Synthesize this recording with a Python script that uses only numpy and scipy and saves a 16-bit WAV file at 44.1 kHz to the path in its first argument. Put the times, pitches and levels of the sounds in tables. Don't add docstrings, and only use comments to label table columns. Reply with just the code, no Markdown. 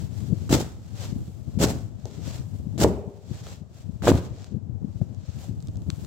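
import sys
import numpy as np
from scipy import signal
from scipy.fft import rfft, irfft
from scipy.io import wavfile
from scipy.ndimage import uniform_filter1d

SR = 44100
rng = np.random.default_rng(int(sys.argv[2]) if len(sys.argv) > 2 else 0)


def log_audio(samples):
    frames = np.atleast_2d(samples).T
    limited = np.clip(frames, -1, 1)
    pcm = np.round(limited * 32767).astype(np.int16)
    wavfile.write(sys.argv[1], SR, pcm)


N = 267371
TIME = np.arange(N) / SR

LIKENESS = [(60, 0.78), (150, 0.79), (300, 0.91), (650, 0.8), (1200, 0), (2500, 0.31), (4500, 0.036),
            (16000, 0)]


def amp(db):
    return 10 ** (np.asarray(db) / 20)


def evened(x):
    return x / np.sqrt(np.mean(x ** 2) + 1e-20)


def read(points, hz):
    f, value = np.transpose(points)
    return np.interp(np.log(hz + 1), np.log(f + 1), value)


def colour(x, points):
    gain = amp(read(points, np.fft.rfftfreq(N, 1 / SR)))
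    return irfft(rfft(x) * gain, N)


def add(mix, s, sound):
    part = mix[..., max(round(s * SR), 0):][..., :sound.shape[-1]]
    part += sound[..., :part.shape[-1]]


def at_ports(pair, points):
    # frequency in hertz, difference in dB.
    lean_points = [(60, 9), (250, 0.5), (700, 0.5), (1200, -2), (2500, 3.5), (4000, 0.5), (5500, 0),
                   (7400, 4.5), (8500, -2.5), (10000, -5), (15000, -2.5)]
    hz = np.fft.rfftfreq(N, 1 / SR)
    a, b = rfft(pair)
    same = np.clip(read(LIKENESS, hz), -1, 1)
    lean = amp(read(lean_points, hz) / 2)
    left = a * lean
    right = (same * a + np.sqrt(1 - same ** 2) * b) / lean
    return evened(irfft(np.array([left, right]) * amp(read(points, hz)), N))


def flutter(hz, depth_db):
    knots = rng.standard_normal(N // 20)
    return amp(depth_db * np.interp(TIME * hz, np.arange(len(knots)), knots))


def steadied(x, seconds):
    power = uniform_filter1d((x ** 2).mean(0), max(int(seconds * SR), 2))
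    return x / np.sqrt(abs(power) + 1e-6)


def grains(per_s, spread_db, hiss):
    sizes = amp(spread_db * np.minimum(rng.exponential(1, N), 4))
    slips = (rng.random(N) < per_s / SR) * sizes
    return evened(slips * rng.standard_normal((2, N))) + hiss * rng.standard_normal((2, N))


def push(s, hz, cycles):
    turns = (TIME - s) * hz
    near = abs(turns) < 4
    out = np.zeros(N)
    out[near] = np.cos(2 * np.pi * turns[near]) * np.exp(-(turns[near] / cycles) ** 2)
    return out


def press(s, rise_s, hold_s, fade_s, touch_db):
    t = TIME - s
    growth_db = touch_db * np.clip(1 - t / rise_s, 0, 1)
    fade_db = -20 * np.maximum(t - rise_s - hold_s, 0) / fade_s
    onset = np.clip(t / 0.0015, 0, 1)
    return onset * amp(growth_db + fade_db)


def swell(s, rise_s, fade_s, roundness):
    away = np.clip(np.maximum((s - TIME) / rise_s, (TIME - s) / fade_s), 0, 10)
    return amp(-20 * away ** roundness)


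def hush():
    # frequency in hertz, relative level in dB.
    hush_points = [(30, 8), (150, 1.5), (400, -3.5), (650, -0.5), (1000, -12), (2200, -24.5), (7500, -23.5),
                   (9500, -37), (16000, -37)]
    return amp(-58) * at_ports(rng.standard_normal((2, N)), hush_points)


def draught(movement):
    # frequency in hertz, gain in dB.
    air_points = [(20, -46), (38, -3), (60, -7), (95, 5), (140, -2.5), (220, -10), (350, -22), (600, -33.5),
                  (1200, -46.5), (3000, -75.5)]
    # time in seconds, level in dB.
    left_curve = [(0, -26.5), (.42, -29), (.75, -39), (.9, -34), (1.15, -29.5), (1.35, -37.5),
                  (1.55, -28.5), (2, -34), (2.5, -28), (2.8, -30), (3.18, -43.5), (3.4, -35.5),
                  (3.72, -42.5), (3.9, -32.5), (4.48, -39), (4.75, -30), (5.1, -33), (5.8, -31)]
    # time in seconds, level in dB.
    right_curve = [(0, -39), (.22, -55), (.44, -36.5), (.95, -44.5), (1.24, -30), (1.35, -51),
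                   (1.75, -33.5), (2.1, -55), (2.45, -40), (2.75, -42.5), (3.18, -56), (3.35, -38),
                   (3.62, -55), (4.3, -36), (4.54, -57), (4.75, -44), (5.2, -48), (5.75, -32.5),
                   (6.05, -45)]
    wake_db, wake_lag_s = (-2, 7), 0.03
    steady = amp([np.interp(TIME, *np.transpose(curve)) for curve in (left_curve, right_curve)])
    wake = amp(wake_db)[:, None] * np.interp(TIME - wake_lag_s, TIME, movement)
    rumble = colour(rng.standard_normal((2, N)), air_points)
    eddies = steadied(rumble * flutter(hz=44.97, depth_db=5), seconds=0.084)
    return np.hypot(steady, wake) * eddies


def buffets():
    # centre in seconds, level in dB and pitch in hertz, both before the scaling below.
    gust_rows = [(0.246, -24, 140), (0.287, -18, 128), (0.313, -15, 175), (.331, -4.5, 178),
                 (0.42, -18, 114), (1.129, -14, 163), (1.164, -16, 187), (1.197, -20, 133),
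                 (1.483, -19, 182), (1.577, -10, 188), (2.187, -17, 149), (2.281, -14.5, 174),
                 (2.671, -16.5, 167), (2.759, -15, 137), (3.079, -17, 199), (3.316, -14.5, 137),
                 (3.619, -22.5, 182), (3.897, -18.5, 164), (4.315, -19, 112), (4.523, -19.5, 170.5),
                 (4.549, -11, 135), (4.571, -15, 171), (4.7, -19, 114), (4.847, -14, 210),
                 (5.02, -9.5, 150), (5.496, -12.5, 183), (5.541, -17.5, 121), (5.89, -13.5, 155)]
    swings, knots = np.zeros((2, N))
    for s, db, hz in gust_rows:
        swings += amp(db) * push(s, hz * 0.89, cycles=0.57)
        knots += amp(db) * np.exp(-abs(TIME - s) / 0.012)
    fine = evened(colour(rng.standard_normal(N),
                         [(60, -4.5), (150, 3), (280, 0), (420, -10), (650, -28.5), (1300, -72)]))
    port_gain = amp([[-2.5], [-22]])
    return port_gain * (swings + amp(-12) * knots * fine)


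def rubbing():
    # peak in seconds, level in dB, length between the points 20 dB down in seconds,
    # fizz relative to the rub in dB.
    rub_rows = [(.01, -54.5, .2, 1.5), (0.208, -56.5, 0.43, 2), (0.43, -58.5, 0.45, 1),
                (0.915, -63, 0.52, 0), (1.031, -45.5, 0.23, -2), (1.232, -64, .8, 4.5),
                (1.53, -64, 0.31, 1.5), (2.135, -57, 0.41, -2.5), (2.28, -46, 0.18, -3),
                (2.351, -49.5, 0.19, -0.5), (2.525, -64, .45, 4.5), (2.74, -66, 0.3, 2),
                (3.168, -69, 0.43, 1), (3.362, -54, .3, -3), (3.495, -51, 0.24, -2.5),
                (3.792, -60.5, 0.24, 0), (3.974, -68.5, 0.39, 0.5), (4.254, -54.5, 0.11, -3),
                (4.405, -57.5, 0.32, -6.5), (5.007, -67, 0.54, -0.5), (5.3, -59, 0.37, -7),
                (5.43, -55, 0.27, 1.5), (5.683, -67, 0.54, 2.5), (6.012, -59.5, 0.51, 4.5)]
    rise_share, roundness = 0.49, 1.65
    body, fizz = np.zeros((2, N))
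    for s, db, length, fizz_db in rub_rows:
        rub = amp(db) * swell(s, rise_share * length, (1 - rise_share) * length, roundness)
        body += rub ** 2
        fizz += (rub * amp(fizz_db)) ** 2
    return np.sqrt(body), np.sqrt(fizz)


def rustle(movement, fizz):
    # frequency in hertz, relative level in dB.
    cloth_points = [(150, -4), (550, 11), (1000, 4.5), (2200, -0.5), (3600, 2.5), (5500, 2), (7700, 2.5),
                    (9200, -10), (14000, -8.5), (16000, -12)]
    slips = grains(per_s=3500, spread_db=1, hiss=1) * flutter(hz=83.5, depth_db=1.45)
    fibres = at_ports(slips, cloth_points)
    top = colour(fibres, [(4000, -41.5), (9000, 0)])
    return amp(3.5) * (movement * (fibres - top) + fizz * top)


def faint_ticks(count):
    times = rng.uniform(5.6, 6.06, count)
    chances = rng.standard_normal((count, 2))
    return [(s, -39 + 4 * loud, 5500 * 2 ** (0.25 * high)) for s, (loud, high) in zip(times, chances)]


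def ticks():
    # time in seconds, level in dB before the common 1 dB boost, pitch in hertz.
    tick_rows = [(0.4935, -27.5, 2500), (2.0557, -28, 5800), (2.7793, -27, 2720), (2.8466, -18.5, 1700),
                 (2.8786, -35, 6030), (3.468, -29.5, 2450), (4.022, -30.5, 2160), (4.055, -22, 7000),
                 (4.0802, -14, 2960), (4.421, -38.5, 4500), (4.444, -34, 4370), (5.1475, -42.5, 5600),
                 (5.443, -41, 4500), (5.6044, -42, 5070), (5.7578, -41.5, 4660), (5.82, -43, 5600),
                 (5.9023, -20, 3520), (6.048, -33, 5000)]
    # frequency in hertz, gain in dB.
    snap_points = [(300, -22), (1300, 11.5), (2000, -4.5), (3500, 0), (5000, -3), (8000, 0), (9500, -15.5),
                   (16000, -16)]
    out, t = np.zeros((2, N)), TIME[:4096]
    hz = np.fft.rfftfreq(len(t), 1 / SR)
    lead = 64
    for s, db, pitch in tick_rows + faint_ticks(count=4):
        octaves_away = np.log2((hz + 1) / pitch)
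        band = amp(read(snap_points, hz)) / np.sqrt(1 + (2 * octaves_away) ** 2)
        decay = np.exp(-t / 0.0008) + amp(-24) * np.exp(-t / 0.006)
        slips = rng.standard_normal((2, len(t))) * decay
        slips[:, 0] = 4
        snap = irfft(rfft(np.roll(slips, lead, axis=1)) * band)
        add(out, s - lead / SR, amp(db + 1) * snap / abs(snap).max())
    return out


def chatter(count):
    start_s, gap_s, first_db, first_hz, ring_db = 4.0812, 0.0083, -4, 515, -13
    fade_db_per_s, sag_oct_per_s = 220.5, 30
    return [(start_s + t, first_db - fade_db_per_s * t, first_hz * 2 ** (-sag_oct_per_s * t), ring_db)
            for t in np.arange(count) * gap_s]


def knocks():
    # time in seconds, level of the low
    # swing in dB, pitch in hertz, drive to the seat and springs relative to the swing in dB.
    knock_rows = [(0.5052, -21, 263, -28), (0.53, -11, 230, -40), (.609, -21, 533, -19),
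                  (1.6045, -18, 222, -25.5), (1.633, -23, 347, -21), (1.705, -27, 600, -24),
                  (2.0557, -34, 597, 5.5), (2.8465, -3.5, 430, -1.5), (2.8475, -14.5, 1024, -23),
                  (2.866, -14, 376, -13), (3.4709, -33, 540, -8), (4.0725, -12, 703, -16),
                  (4.0755, -10.5, 1160, -5.5), (4.117, -6, 264, -20), (4.119, -14, 780, -15),
                  (4.1504, -11.5, 117.8, -32), (5.0161, -28.5, 523, -13.5), (5.444, -40.5, 700, -13)]
    # frequency in hertz, level in dB, time to decay 60 dB in seconds.
    spring_modes = [(199.6, -24.5, 0.5), (260.6, -23.5, 0.5), (360, -24, 0.46), (390.5, -25, 0.72),
                    (405, -23, 0.76), (426, -30, 0.6), (446, -31, 0.69), (455, -50, 0.55), (587, -39, 0.87),
                    (620, -34.5, 0.71), (650, -36, 0.19), (880, -47, 0.27), (1630, -62, 0.6)]
    # frequency in hertz, relative level in dB.
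    seat_points = [(150, -5), (280, -3), (450, 9), (620, 3), (900, -5), (1400, -29.5), (2500, -26),
                   (6000, -54), (12000, -59)]
    blows, kicks = np.zeros((2, N))
    for s, db, hz, ring_db in knock_rows + chatter(count=4):
        edge = amp(-8.5) * amp(db * 0.37) * push(s, hz * 2.06, cycles=0.27)
        blows -= amp(db) * (push(s, hz, cycles=0.68) + edge)
        add(kicks, s, amp([db + ring_db]))
    t = TIME[:SR]
    ring = sum(amp(db - 60 * t / t60) * np.sin(2 * np.pi * hz * t) for hz, db, t60 in spring_modes)
    fading = amp(-15.5) * np.exp(-t / 0.012) + amp(-24) * np.exp(-t / 0.11)
    shudder_level = np.sqrt(abs(signal.fftconvolve(kicks ** 2, fading ** 2)[:N]))
    shudder = shudder_level * at_ports(rng.standard_normal((2, N)), seat_points)
    return blows + shudder + signal.fftconvolve(kicks, ring)[:N]


def stomps():
    # touch of the sole in seconds, travel in seconds, crunch in dB, treble gain as the
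    # stuffing packs in dB, delay of settling in seconds, settling in dB, creep in dB, thud in dB before
    # the cut below, thud rise in seconds, thud fade by 20 dB in seconds.
    stomp_rows = [(.492, 0.04, -24, 0, 0.12, -34.5, -38.5, -17, 0.022, 0.099),
                  (1.587, 0.04, -24.5, 0.5, 0.12, -35.5, -38.5, -19, 0.022, 0.15),
                  (2.777, .042, -26.5, 1.5, 0.11, -48, -60, -17, 0.048, 0.12),
                  (4.021, 0.061, -25.5, -4.5, 0.16, -38.5, -39.5, -16.5, 0.088, 0.047)]
    # frequency in hertz, relative level in dB.
    crunch_points = [(300, -30), (900, 2), (1600, 1.5), (2300, -3), (3400, 0), (4600, -0.5), (6000, 0),
                     (7000, 0.5), (7800, 1.5), (8400, -5.5), (9100, -12), (12500, -10.5), (16000, -12)]
    # frequency in hertz, relative level in dB.
    padding_points = [(100, -42), (250, 3.5), (450, -2), (680, -6.5), (900, -13), (1500, -56), (3000, -42)]
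    # frequency in hertz, relative level in dB.
    thud_points = [(20, -37), (45, -4), (70, 5), (115, 4), (200, 2.5), (300, -6.5), (600, -52)]
    touch_db, hold_s = -20, 0.019
    crush, bright, weight = np.zeros((3, N))
    for (s, travel_s, crunch_db, treble_db, settle_s, settle_db, creep_db,
         thud_db, thud_rise_s, thud_fade_s) in stomp_rows:
        sink = amp(crunch_db) * press(s, travel_s, hold_s, 0.018, touch_db)
        settle = amp(settle_db) * swell(s + settle_s, 0.092, 0.028, roundness=1) * (TIME > s)
        creep = amp(creep_db) * press(s, travel_s, hold_s, 0.17, touch_db)
        stroke = np.sqrt(sink ** 2 + settle ** 2 + creep ** 2)
        crush += stroke
        bright += stroke * amp(treble_db)
        weight += amp(thud_db) * press(s, thud_rise_s, 0.034, thud_fade_s, touch_db=-13.5)
    clumps = grains(per_s=5000, spread_db=0, hiss=1) * flutter(hz=432, depth_db=-2)
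    crunch = at_ports(steadied(clumps, seconds=0.061), crunch_points)
    dull = colour(crunch, [(2000, 0.5), (4000, -2), (6500, -33.5)])
    fluff = at_ports(grains(per_s=700, spread_db=0.5, hiss=0.18), padding_points)
    padding = steadied(fluff, seconds=0.0214)
    thud = steadied(at_ports(rng.standard_normal((2, N)), thud_points), seconds=0.0208)
    puff = amp(0.5) * np.sqrt(crush * weight) * padding
    return crush * dull + bright * (crunch - dull) + puff + amp(-2.5) * weight * thud


def room(x):
    # frequency in hertz, time to decay 60 dB in seconds.
    decay_points = [(100, 0.45), (500, 0.65), (1500, 0.5), (5000, 0.51), (14000, 0.66)]
    taps = rng.standard_normal((2, SR)) * (rng.random((2, SR)) < 0.08) * (TIME[:SR] > 0.006)
    hz, t, z = signal.stft(taps, SR, nperseg=256)
    same = np.clip(read(LIKENESS, hz), -1, 1)[:, None]
    z[1] = same * z[0] + np.sqrt(1 - same ** 2) * z[1]
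    decay = amp(-60 * t / read(decay_points, hz)[:, None])
    tail = signal.istft(z * decay, SR, nperseg=256)[1]
    wet = signal.fftconvolve(x, tail / np.linalg.norm(tail[0]), axes=1)[:, :N]
    return colour(wet, [(100, -5.5), (500, -22), (1200, -9.5), (3000, -15.5), (12000, -23)])


def scene():
    movement, fizz = rubbing()
    near = stomps() + knocks() + rustle(movement, fizz) + ticks()
    return near + room(near) + draught(movement) + buffets() + hush()


def record(dry):
    bass_cut = colour(dry, [(15, -10), (30, -15), (42, -25), (55, 0.5)])
    held = np.clip(bass_cut, -0.96, 0.96)
    lowpass = signal.firwin(511, 15950, window=("kaiser", 9), fs=SR)
    return signal.oaconvolve(held, lowpass[None], "same")


dry = scene()
out = record(dry)
log_audio(out)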